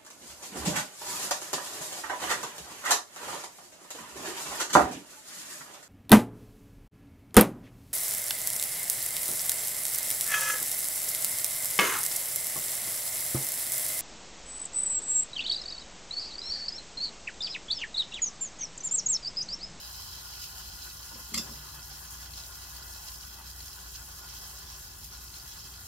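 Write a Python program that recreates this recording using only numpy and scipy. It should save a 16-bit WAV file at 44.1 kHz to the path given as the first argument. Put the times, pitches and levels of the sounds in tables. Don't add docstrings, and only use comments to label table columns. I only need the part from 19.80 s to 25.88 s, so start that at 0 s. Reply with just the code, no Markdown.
import sys
import numpy as np
from scipy import signal
from scipy.fft import rfft, irfft, next_fast_len
from scipy.io import wavfile
from scipy.ndimage import uniform_filter1d, map_coordinates

SR = 44100
rng = np.random.default_rng(int(sys.argv[2]) if len(sys.argv) > 2 else 0)


def how_loud(loudness_db):
    steps = np.asarray(loudness_db, float) / 20
    return 10 ** steps


def master(y):
    cut = np.clip(np.atleast_2d(y).T, -1, 1)
    pcm = np.round(cut * 32767)
    wavfile.write(sys.argv[1], SR, pcm.astype(np.int16))


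N = 267995


def unit(x):
    return x / np.sqrt(np.mean(x ** 2) + 1e-20)


def along(points, hz):
    f, v = np.transpose(points)
    return np.interp(np.log(hz + 1), np.log(f + 1), v)


def wobble(rate):
    return map_coordinates(rng.standard_normal(N // 100), [np.arange(N) * rate / SR])


def filtered(x, response):
    m = next_fast_len(N + SR // 2)
    return irfft(rfft(x, m) * response(np.fft.rfftfreq(m, 1 / SR)), m)[..., :N]


def coloured(x, colour):
    return filtered(x, lambda hz: how_loud(along(colour, hz)))


def peak(hz, centre_hz, width_hz):
    return 1j * hz * width_hz / (centre_hz ** 2 - hz ** 2 + 1j * hz * width_hz)


def resonant(x, modes):
    def response(hz):
        return sum((-1) ** k * how_loud(db) * peak(hz, f, width) for k, (f, width, db) in enumerate(modes))
    return filtered(x, response)


# f/Hz [Hz], correlation [0-1]
SIDE_LIKENESS = [(60, .988), (200, .94), (330, .74), (1000, .7), (1350, .5), (2500, .48), (3500, .45),
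                 (4300, .7), (5000, .5), (7500, .4), (10000, .2), (15000, .1)]
# f/Hz [Hz], lead of the right side [rad]
RIGHT_LEAD = [(700, 0), (1150, -.7), (1600, 2), (1900, .3), (2600, .4), (2900, -1.8), (3330, .8),
              (3560, 2.6), (3950, -1.4), (4700, 3.1), (5300, 4.9), (6000, 9), (7500, 13.6), (9000, 18)]


def spread(pair):
    def weights(hz):
        turn = np.arccos(np.clip(along(SIDE_LIKENESS, hz), -1, 1)) / 2
        return np.array([np.cos(turn), np.sin(turn)])
    mid, side = filtered(pair, weights)
    right = filtered(mid - side, lambda hz: np.exp(1j * along(RIGHT_LEAD, hz)))
    return np.array([mid + side, right])


# f/Hz [Hz], relative t60/s [s]
TILE_DECAY = [(200, 1), (2000, 0.35), (8000, 0.95), (15000, 0.065)]


def echo(x, t60_scale):
    hz, t, z = signal.stft(rng.standard_normal((2, SR // 2)), SR, nperseg=256)
    t60 = t60_scale * along(TILE_DECAY, hz)[:, None]
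    tail = signal.istft(z * how_loud(-60 * t / t60), SR, nperseg=256)[1]
    return signal.fftconvolve(np.atleast_2d(x), tail / np.linalg.norm(tail[0]), axes=1)[:, :N]


# f/Hz [Hz], width/Hz [Hz], level/dB [dB]
ROOM_MODES = [(30.3, 3.2, -14), (44.4, 5.7, -9.5), (63, 16.4, -10), (87.5, 8.4, -7.5), (113, 41, -15),
              (151.3, 28.7, -11), (164.4, 26.7, -14), (231, 32, -22), (253.5, 38, -25.5), (356, 89, -29)]
# f/Hz [Hz], level/dB [dB rms]
MOTOR_TONES = [(44, -64.5), (60, -53.5), (86, -64), (145, -74), (253, -78.5), (299, -86), (337, -86.5),
               (392.5, -79.5), (422, -85.5), (480.5, -86.5), (523, -81.5), (555, -85)]


def kitchen():
    t = np.arange(N) / SR
    air = unit(resonant(spread(rng.standard_normal((2, N))), ROOM_MODES))
    rumble = how_loud(-56 + 0.4 * wobble(3.01)) * air
    tones = np.zeros(N)
    for hz, db in MOTOR_TONES:
        level = np.sqrt(2) * how_loud(db + 1.3 * wobble(4.4))
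        tones += level * np.sin(2 * np.pi * hz * t + 0.95 * wobble(3.79))
    return (rumble + tones) * how_loud([[0.4], [-0.4]])


# f/Hz [Hz], level/dB [dB], t60/s after release [s]
PANEL_MODES = [(63.3, -48, .3), (108, -56, .8), (145, -56, 4), (184.8, -45, .12), (226.9, -38.5, .11)]
# f/Hz [Hz], level/dB [dB per Hz]
LOOSE_COLOUR = [(60, -120), (110, -7), (170, -3), (320, 0), (600, -8), (900, -15), (1500, -120)]


def panel():
    shake_s, rise_s, in_step_s, let_go_s = 1.512, 0.016, 1.5535, 1.601
    t = np.arange(N) / SR
    rise = (1 - np.exp(-np.maximum(t - shake_s, 0) / rise_s)) ** 2
    free = np.maximum(t - let_go_s, 0)
    modes = np.zeros(N)
    for hz, db, t60 in PANEL_MODES:
        level = how_loud(db + 0.62 * wobble(14.1) - 60 * free / t60)
        modes += level * np.cos(2 * np.pi * hz * (t - in_step_s))
    loose = unit(coloured(spread(rng.standard_normal((2, N))), LOOSE_COLOUR))
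    return rise * (modes + how_loud(-54 - 60 * free / 0.9) * loose)


def ring(modes, t, start_s, attack_s):
    tones = np.zeros(len(t))
    for (hz, db, t60), chance_db in zip(modes, rng.standard_normal(len(modes))):
        tones += how_loud(db + chance_db - 60 * t / t60) * np.sin(2 * np.pi * hz * (t + start_s))
    return tones * (1 - np.exp(-t / attack_s))


# f/Hz [Hz], level/dB [dB], t60/s [s]
STOVE_MODES = [(64, -15, .3), (103.8, -10, 0.24), (150, -11, 0.5), (185.4, -1.5, .12), (228.3, 11.5, .11),
               (296, 0, 0.13), (405, -18, .12), (470, -19, 0.092), (549, -17, 0.13)]
# t/s [s], thud level/dB [dB], boom level/dB [dB], hollow note f/Hz [Hz], its level/dB [dB]
BLOWS = [(1.3155, -57, -66, 935, -36.5), (1.331, -63, -62, 293, -43), (1.355, -66, -67, 515, -41),
         (1.412, -68, -73, 870, -47), (1.519, -56, -58, 410, -48), (1.530, -60, -62, 296, -43),
         (1.543, -56, -60, 1120, -44), (1.581, -57, -60, 1170, -43), (1.592, -62, -60, 547, -46),
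         (1.694, -55, -57, 1030, -50), (1.711, -56, -56, 334, -52), (1.64, -60, -64, 403, -49)]


def stove_body():
    body, t = np.zeros(N), np.arange(SR // 2) / SR
    for s, thud_db, boom_db, note_hz, note_db in BLOWS:
        note = how_loud(note_db - 60 * t / 0.055) * np.sin(2 * np.pi * note_hz * t) * (1 - np.exp(-t / 0.003))
        dull = signal.lfilter([0.0064], [1, -2 * 0.92, 0.92 ** 2], rng.standard_normal(len(t)))
        thud = how_loud(thud_db + 23 - 60 * t / 0.11) * dull
        boom = how_loud(boom_db) * ring(STOVE_MODES, t, s, attack_s=0.0012)
        body[round(s * SR):][:len(t)] += boom + thud + note
    return body


# t/s [s], level/dB [dB], share on the second bar [0-1]
CONTACTS = [(1.536, -39, 0), (1.5395, -35, 0), (1.5428, -25, 0), (1.5455, -28, .1), (1.549, -30, .2),
            (1.554, -34, .4), (1.558, -35, .5), (1.562, -34, .5), (1.566, -35, .5), (1.570, -36, .6),
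            (1.5747, -27, .7), (1.5775, -26, .8), (1.5805, -26, .8), (1.5845, -29, .9), (1.589, -34, .9),
            (1.594, -33, .9), (1.599, -43, 1), (1.606, -46, 1), (1.614, -48, 1), (1.625, -46, 1),
            (1.636, -46, .5)]
# f/Hz [Hz], width/Hz [Hz], level/dB [dB]
FIRST_BAR = [(1110, 160, -3), (1960, 170, -1.5), (2140, 40, -7), (2450, 110, -7), (3400, 790, -3.5),
             (4200, 220, 1.5), (4714, 120, 13), (5120, 450, -20), (6270, 670, 2.5), (6940, 200, -6),
             (7420, 120, 12), (9200, 440, 2), (10700, 2900, -3.5)]
# f/Hz [Hz], width/Hz [Hz], level/dB [dB]
SECOND_BAR = [(1160, 220, -14), (2070, 83, -16), (2620, 24, 12), (2800, 300, 0.5), (3520, 82, 3),
              (3900, 500, -1.5), (4660, 400, -3), (5080, 20, 14), (5300, 400, -19), (5930, 300, 6.5),
              (7060, 100, 4), (7500, 140, 7), (8930, 1300, -3), (12600, 5000, -4)]


def grate():
    scrape_t60, click_t60, touch_s = 0.018, 0.003, 0.0004
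    chatter, t = np.zeros((2, N)), np.arange(SR // 2) / SR
    contact = (1 - np.exp(-t / touch_s)) * (how_loud(-60 * t / scrape_t60) + how_loud(-60 * t / click_t60))
    for s, db, share in CONTACTS:
        hit = how_loud(db + 9) * contact * rng.standard_normal(len(t))
        chatter[:, round(s * SR):][:, :len(t)] += np.sqrt([[1 - share], [share]]) * hit
    bars = resonant(chatter[0], FIRST_BAR) + resonant(chatter[1], SECOND_BAR)
    return filtered(bars, lambda hz: peak(hz + 1, 900, 15000))


def knock():
    out = stove_body() + grate()
    answer = echo(out, t60_scale=0.34)
    return how_loud(-1.4) * spread(np.array([out, 0 * out])) + how_loud(-8) * spread(answer)


# t/s [s], f/Hz [Hz], left and right level/dB [dB], t60/s [s]
PARTIALS = [(1.5395, 2090, -35, -38, .06), (1.5428, 2164, -33, -35, .07), (1.5428, 4188, -31, -35, .07),
            (1.5428, 7472, -29, -26, .035), (1.5428, 6060, -33, -37, .06), (1.5428, 6971, -37, -36, .04),
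            (1.5428, 5480, -39, -33, .06), (1.5428, 4716, -38, -40, .07), (1.5455, 5100, -41, -35, .06),
            (1.5428, 10900, -36, -38, .05), (1.555, 7480, -41, -41, .035), (1.5625, 7480, -40, -40, .03),
            (1.568, 554, -47, -47, .2), (1.5748, 7480, -37, -33, .04), (1.5748, 2640, -39, -43, .09),
            (1.5748, 2100, -38, -41, .08), (1.5748, 3535, -43, -39, .14), (1.5772, 7504, -35, -30, .045),
            (1.5772, 6060, -28, -32, .05), (1.5772, 6980, -41, -35, .1), (1.5772, 5100, -38, -29, .07),
            (1.5805, 5480, -33, -30, .06), (1.5805, 4188, -35, -38, .07), (1.5845, 3535, -41, -42, .12),
            (1.592, 5097, -41, -45, .15), (1.61, 5097, -45, -43, .12), (1.624, 5097, -44, -48, .06)]


def pings():
    out, t = np.zeros((2, N)), np.arange(SR // 4) / SR
    turns = rng.random((len(PARTIALS), 2, 1))
    for (s, hz, left_db, right_db, t60), turn in zip(PARTIALS, turns):
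        fade = how_loud(-60 * t / t60) * (1 - np.exp(-t / 0.0006))
        tone = np.sin(2 * np.pi * (hz * t + 0.25 * turn))
        out[:, round(s * SR):][:, :len(t)] += how_loud([[left_db], [right_db]]) * fade * tone
    return out + how_loud(-16) * echo(out, t60_scale=0.25)


# start t/s [s], length/s [s], centre f/Hz [Hz]
BAND_DIPS = [(.04, .06, 2180), (.16, .06, 3520), (.33, .08, 2850), (.62, .31, 2170), (.9, .05, 3600),
             (1.02, .13, 2170), (1.05, .06, 3520), (1.16, .04, 3750), (1.27, .05, 2200), (1.33, .15, 3530),
             (1.4, .08, 2280), (1.56, .08, 8200), (1.74, .04, 8200), (1.95, .13, 3530), (2.17, .08, 3500),
             (2.28, .1, 3500), (2.6, .05, 2170), (2.7, .08, 2780), (2.74, .18, 3520), (2.8, .05, 2450),
             (3.05, .14, 2300), (3.15, .15, 3540), (3.33, .1, 2170), (3.52, .06, 2170), (3.7, .09, 2800),
             (3.72, .06, 2230), (3.75, .08, 3500), (4.02, .14, 2140), (4.16, .05, 3750), (4.37, .1, 2820),
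             (4.6, .15, 2400), (4.62, .06, 2850), (5.08, .12, 2450), (5.38, .1, 2860), (5.44, .07, 3540),
             (5.8, .06, 3490), (5.8, .13, 2230), (5.95, .08, 2800), (6.02, .05, 3540)]


def muted(x):
    depth_db, half_width_hz = -24, 55
    hz, t, z = signal.stft(x, SR, nperseg=1024)
    loss = 0
    for s, length, f in BAND_DIPS:
        band = np.exp(-((hz - f) / half_width_hz) ** 4)
        moment = np.exp(-((t - s - length / 2) / (length / 2)) ** 4)
        loss = loss + np.outer(band, moment)
    return signal.istft(z * how_loud(depth_db * loss), SR, nperseg=1024)[1][:, :N]


# f/Hz [Hz], width/Hz [Hz], left and right level/dB [dB]
PAN_MODES = [(390, 13, 12.5, 10), (846, 480, -1.5, 7.5), (1038, 17, 7.5, -21), (1431.7, 18, 11.5, -4),
             (1494, 36, 8, 6.5), (1682, 50, 9, 7.5), (1985, 42, 6.5, 11), (2600, 18.4, 13, 4),
             (3265, 450, 2.5, 13), (3880, 15, -17, 11), (4130, 120, 7, 7.5), (4753, 374, 16.5, 16),
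             (5270, 157, 5, 11), (5810, 290, -1, -3), (6384, 338, 9, 17), (7340, 286, -6, 9.5),
             (9100, 250, -8, -30), (12100, 1000, -37, -6)]
# f/Hz [Hz], left minus right level/dB [dB]
SIDE_BALANCE = [(60, 1.0), (130, 1.0), (290, -9.5), (640, 3.5), (1410, 6.5), (3100, 3), (6820, 7),
                (15000, 3)]


def lid(x):
    def response(hz):
        lift = [np.prod([1 + how_loud(row[side]) * peak(hz, row[0], row[1]) for row in PAN_MODES], axis=0)
                for side in (2, 3)]
        tilt_db = along(SIDE_BALANCE, hz) / 2
        return lift * how_loud([tilt_db, -tilt_db])
    return filtered(x, response)


# f/Hz [Hz], width/Hz [Hz], level/dB [dB]
RIM_GAP = [(2996, 150, 8), (4140, 480, -2), (4970, 140, 2)]


def ajar(x):
    seat_s, takes_s = 0.75, 0.53
    open_share = 1 / (1 + np.exp((np.arange(N) / SR - seat_s) / takes_s))
    singing = filtered(x, lambda hz: sum(how_loud(db) * peak(hz, f, width) for f, width, db in RIM_GAP))
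    return x + open_share * singing


# t/s [s], lift level/dB [dB], burst size [-1 coarse to 1 fine]
STEAM_POCKETS = [(.22, 1.5, 1), (.39, -1, .2), (.64, 4.5, 0.56), (.8, 2.5, 0.93), (1.05, 4, 0.94),
                 (1.07, 5.5, -1.65), (1.15, 0.5, 0.9), (1.25, 1, 0.18), (1.68, 3, -1.2), (1.78, -1, 0.077),
                 (2.07, 2.5, -1.5), (2.31, 3, 1), (2.58, 6.5, -0.58), (2.75, 1, 0.85), (2.95, 2, 0.94),
                 (3.16, 2, 0.35), (3.28, 5.5, 0.19), (3.62, -2.5, 0.45), (3.87, 6, 0.42),
                 (3.97, 4.5, -0.72), (4.16, 6.5, 0.015), (4.45, 1, -1.5), (4.57, 4, .5), (4.71, 1.5, 0.8),
                 (4.9, 1, -0.078), (5.25, 6, 0.56), (5.33, 4.5, -0.75), (5.56, 4.5, 0.4), (5.67, 1.5, 0.54),
                 (5.99, 3.5, -1.3)]


def surge(size):
    rise_s, fall_s, reach = 0.019, 0.027, 0.75
    s, lift_db, at = np.transpose(STEAM_POCKETS)
    t = np.arange(0, N / SR + 0.01, 0.002)
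    late = t - s[:, None]
    shape = np.exp(-(late / np.where(late < 0, rise_s, fall_s)) ** 2)
    lift = lift_db * np.exp(-((at - size) / reach) ** 2) @ shape
    return np.interp(np.arange(N) / SR, t, lift) + 0.5 * wobble(18)


def patchy(x, depth_db):
    z = signal.stft(x, nperseg=512)[2]
    field = uniform_filter1d(rng.standard_normal(z.shape[1:]), size=4, axis=0)
    field = uniform_filter1d(field, size=9, axis=1)
    return signal.istft(z * how_loud(depth_db * unit(field)), nperseg=512)[1][:, :N]


def bursts(colour, spike_db, clump_db, burst_s, depth_db):
    sizes = how_loud(spike_db * np.minimum(rng.exponential(size=N), 4.5))
    start = (rng.random(N) < 1500 / SR) * sizes
    gate = signal.lfilter([1], [1, -np.exp(-1 / (burst_s * SR))], start)
    gate = np.sqrt(unit(gate) + 0.81) * how_loud(clump_db * (0.67 * wobble(12) + wobble(35)))
    pair = patchy(spread(gate * rng.standard_normal((2, N))), depth_db)
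    return unit(coloured(pair, colour))


def strays(count, db, hz):
    at, size, pitch = rng.random((count, 3)).T
    return list(zip(at * N / SR, db + 6 * (size - 0.5), hz * (1 + 0.25 * (pitch - 0.5))))


def spits(drops, width_hz, t60, rise_s, pan_db, scatter_db):
    out, t = np.zeros((2, N + SR)), np.arange(1024) / SR
    puff = how_loud(-60 * t / t60) * (1 - np.exp(-t / rise_s))
    bins_hz = np.fft.rfftfreq(len(t), 1 / SR)
    for s, db, hz in drops:
        noise = rng.standard_normal(len(t))
        pop = irfft(rfft(noise * puff) * peak(bins_hz, hz, width_hz))
        side_db = pan_db + scatter_db * noise[0]
        gain = how_loud(db - 5.5 + np.array([[side_db], [-side_db]]) / 2)
        out[:, round(s * SR):][:, :len(t)] += gain * pop / abs(pop).max()
    out = out[:, :N]
    return out + echo(out, t60_scale=0.041)


# t/s [s], level/dB [dB]
BOIL = [(0.0, -45.5), (0.73, -45.5), (1.37, -46.5), (1.57, -45.5), (2.52, -46.5), (3.2, -46), (3.46, -47),
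        (4.29, -47.5), (4.63, -45), (5.27, -48.5), (5.75, -47), (6.07, -47)]
# f/Hz [Hz], level/dB [dB per Hz]
FIZZ_COLOUR = [(300, -120), (1500, -21), (2300, -2.5), (3000, -2.5), (4500, -5.5), (6000, -3), (7500, -7.5),
               (8300, -2), (11000, -36), (16500, 5)]
# f/Hz [Hz], level/dB [dB per Hz]
HISS_COLOUR = [(3000, -120), (6000, -20), (8500, -5), (10000, -2.5), (12000, -1), (13200, 0), (13900, -2),
               (14550, 1), (15200, -3), (15800, -3)]
# f/Hz [Hz], level/dB [dB per Hz]
SIMMER_COLOUR = [(150, -120), (300, -8), (480, -6.5), (800, 0.5), (1200, 2), (1800, -2), (2250, -13.5),
                 (2700, -7), (3300, -11), (5000, -84)]
# t/s [s], peak level/dB [dB], f/Hz [Hz]
DROPS_LARGE = [(0.0468, -35, 4960), (0.1077, -35, 5100), (0.1535, -35, 4890), (0.1835, -37, 5230),
               (0.2773, -37, 5070), (0.2892, -36, 5080), (0.3252, -37, 5000), (0.396, -37, 4140),
               (0.5357, -36, 4220), (0.6384, -36, 4060), (0.6584, -39, 5260), (0.7791, -35, 5010),
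               (0.7996, -38, 5420), (0.8729, -38, 5300), (0.8879, -37, 4350), (0.9173, -39, 5120),
               (0.9338, -38, 5180), (1.049, -37, 4230), (1.1004, -38, 4240), (1.1697, -36, 5330),
               (1.2296, -38, 5280), (1.2526, -35, 6640), (1.4187, -38, 5280),
               (1.7711, -40, 4890), (1.8878, -36, 4160), (1.9921, -39, 4160), (2.0275, -39, 5270),
                (2.1103, -39, 4810), (2.1273, -38, 5130), (2.1522, -39, 5310), (2.238, -40, 5250),
                (2.252, -39, 4130), (2.3049, -38, 5440), (2.4141, -40, 5320), (2.4585, -40, 4800),
                (2.5354, -33, 4130), (2.5578, -37, 5280), (2.6361, -37, 4150), (2.6616, -39, 5720),
                (2.8307, -39, 4260), (2.9439, -38, 5280), (3.0257, -38, 5240), (3.122, -37, 5430),
                (3.1609, -37, 5290), (3.1794, -36, 5250), (3.2228, -37, 5290), (3.2542, -37, 5270),
                (3.2847, -35, 4150), (3.3171, -37, 5260), (3.3839, -42, 5750), (3.4054, -39, 5470),
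                (3.4323, -40, 3280), (3.5266, -39, 5170), (3.6159, -42, 5720), (3.6718, -41, 5050),
                (3.7192, -42, 5170), (3.8045, -38, 4090),
               (2.5694, -38, 6220), (2.578, -37, 4200), (2.586, -40, 4280), (2.6014, -41, 5310),
               (2.6134, -41, 5180), (2.6804, -45, 7240), (2.7204, -41, 4140), (3.1274, -36, 5760),
               (3.1364, -38, 5270), (3.2704, -37, 5200), (3.2944, -38, 5230), (3.3554, -35, 5130),
               (3.8043, -38, 4090), (3.8587, -36, 6340), (3.8802, -35, 5170), (3.9306, -39, 5220),
              (3.9989, -39, 4090), (4.0927, -40, 4820), (4.1545, -37, 5320), (4.193, -39, 7420),
              (4.3187, -38, 5780), (4.3586, -40, 5170), (4.389, -39, 5450), (4.4444, -37, 5410),
              (4.4848, -39, 3380), (4.5267, -38, 4100), (4.5656, -37, 5800), (4.617, -40, 5350),
              (4.6399, -38, 5080), (4.7028, -37, 5310), (4.7741, -41, 6190), (4.8659, -43, 5710),
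              (4.8839, -38, 5220), (4.9238, -40, 5190), (4.9542, -40, 5140), (5.2421, -38, 6220),
              (5.3478, -41, 4070), (5.4137, -40, 5210), (5.479, -37, 4230), (5.503, -39, 5230),
              (5.5399, -36, 4260), (5.5579, -37, 7150), (5.5978, -37, 4660), (5.6621, -38, 6320),
              (5.733, -40, 5270), (5.7694, -40, 4100), (5.9375, -39, 4160), (5.9589, -40, 5180)]
# t/s [s], peak level/dB [dB], f/Hz [Hz]
DROPS_FINE = [(.162, -37, 12600), (1.043, -32, 12800), (1.1438, -34, 11700), (1.631, -36, 14600),
              (1.9466, -37, 9400), (2.0823, -37, 13000), (2.2514, -35, 13000), (2.3103, -33, 12100),
              (2.3542, -35, 13000), (3.0286, -39, 11600), (3.1354, -36, 11200), (3.2811, -36, 11700),
              (3.7011, -36, 11900), (3.9635, -37, 13300), (4.3167, -37, 14700), (4.4888, -37, 14600),
              (4.6769, -35, 14200), (5.8452, -37, 12500), (6.0034, -36, 13100)]


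def frying():
    s, db = np.transpose(BOIL)
    boil_db = np.interp(np.arange(N) / SR, s, db)
    mean_db = boil_db.mean()
    swing_db = boil_db - mean_db
    fizz = unit(lid(bursts(FIZZ_COLOUR, spike_db=5.5, clump_db=-1.0, burst_s=0.00035, depth_db=1.4)))
    fizz = fizz * how_loud(boil_db - 1.56 + surge(size=0))
    hiss = unit(lid(bursts(HISS_COLOUR, spike_db=0.0, clump_db=0.8, burst_s=0.0016, depth_db=1.5)))
    hiss = hiss * how_loud(mean_db + 0.65 * swing_db - 0.85 + surge(size=1))
    simmer = unit(lid(bursts(SIMMER_COLOUR, spike_db=6.0, clump_db=1.0, burst_s=0.0069, depth_db=1.6)))
    simmer = simmer * how_loud(mean_db + 0.89 * swing_db - 8 + surge(size=-1))
    large = spits(DROPS_LARGE,
                  width_hz=650, t60=0.011, rise_s=0.0008, pan_db=-3.0, scatter_db=4)
    fine = spits(DROPS_FINE + strays(count=20, db=-43, hz=13200),
                 width_hz=2700, t60=0.012, rise_s=0.0008, pan_db=2.1, scatter_db=0.8)
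    return ajar(fizz) + hiss + simmer + large + fine


def scene():
    return muted(frying() + knock() + pings()) + panel() + kitchen()


def top_cut(x):
    return signal.sosfilt(signal.butter(12, 15830, fs=SR, output="sos"), x)


def record(dry):
    mix = filtered(dry, lambda hz: (hz < 15830) / (1 + (31.8 / (hz + 1)) ** 6))
    return top_cut(mix)


dry = scene()
out = record(dry)
master(out)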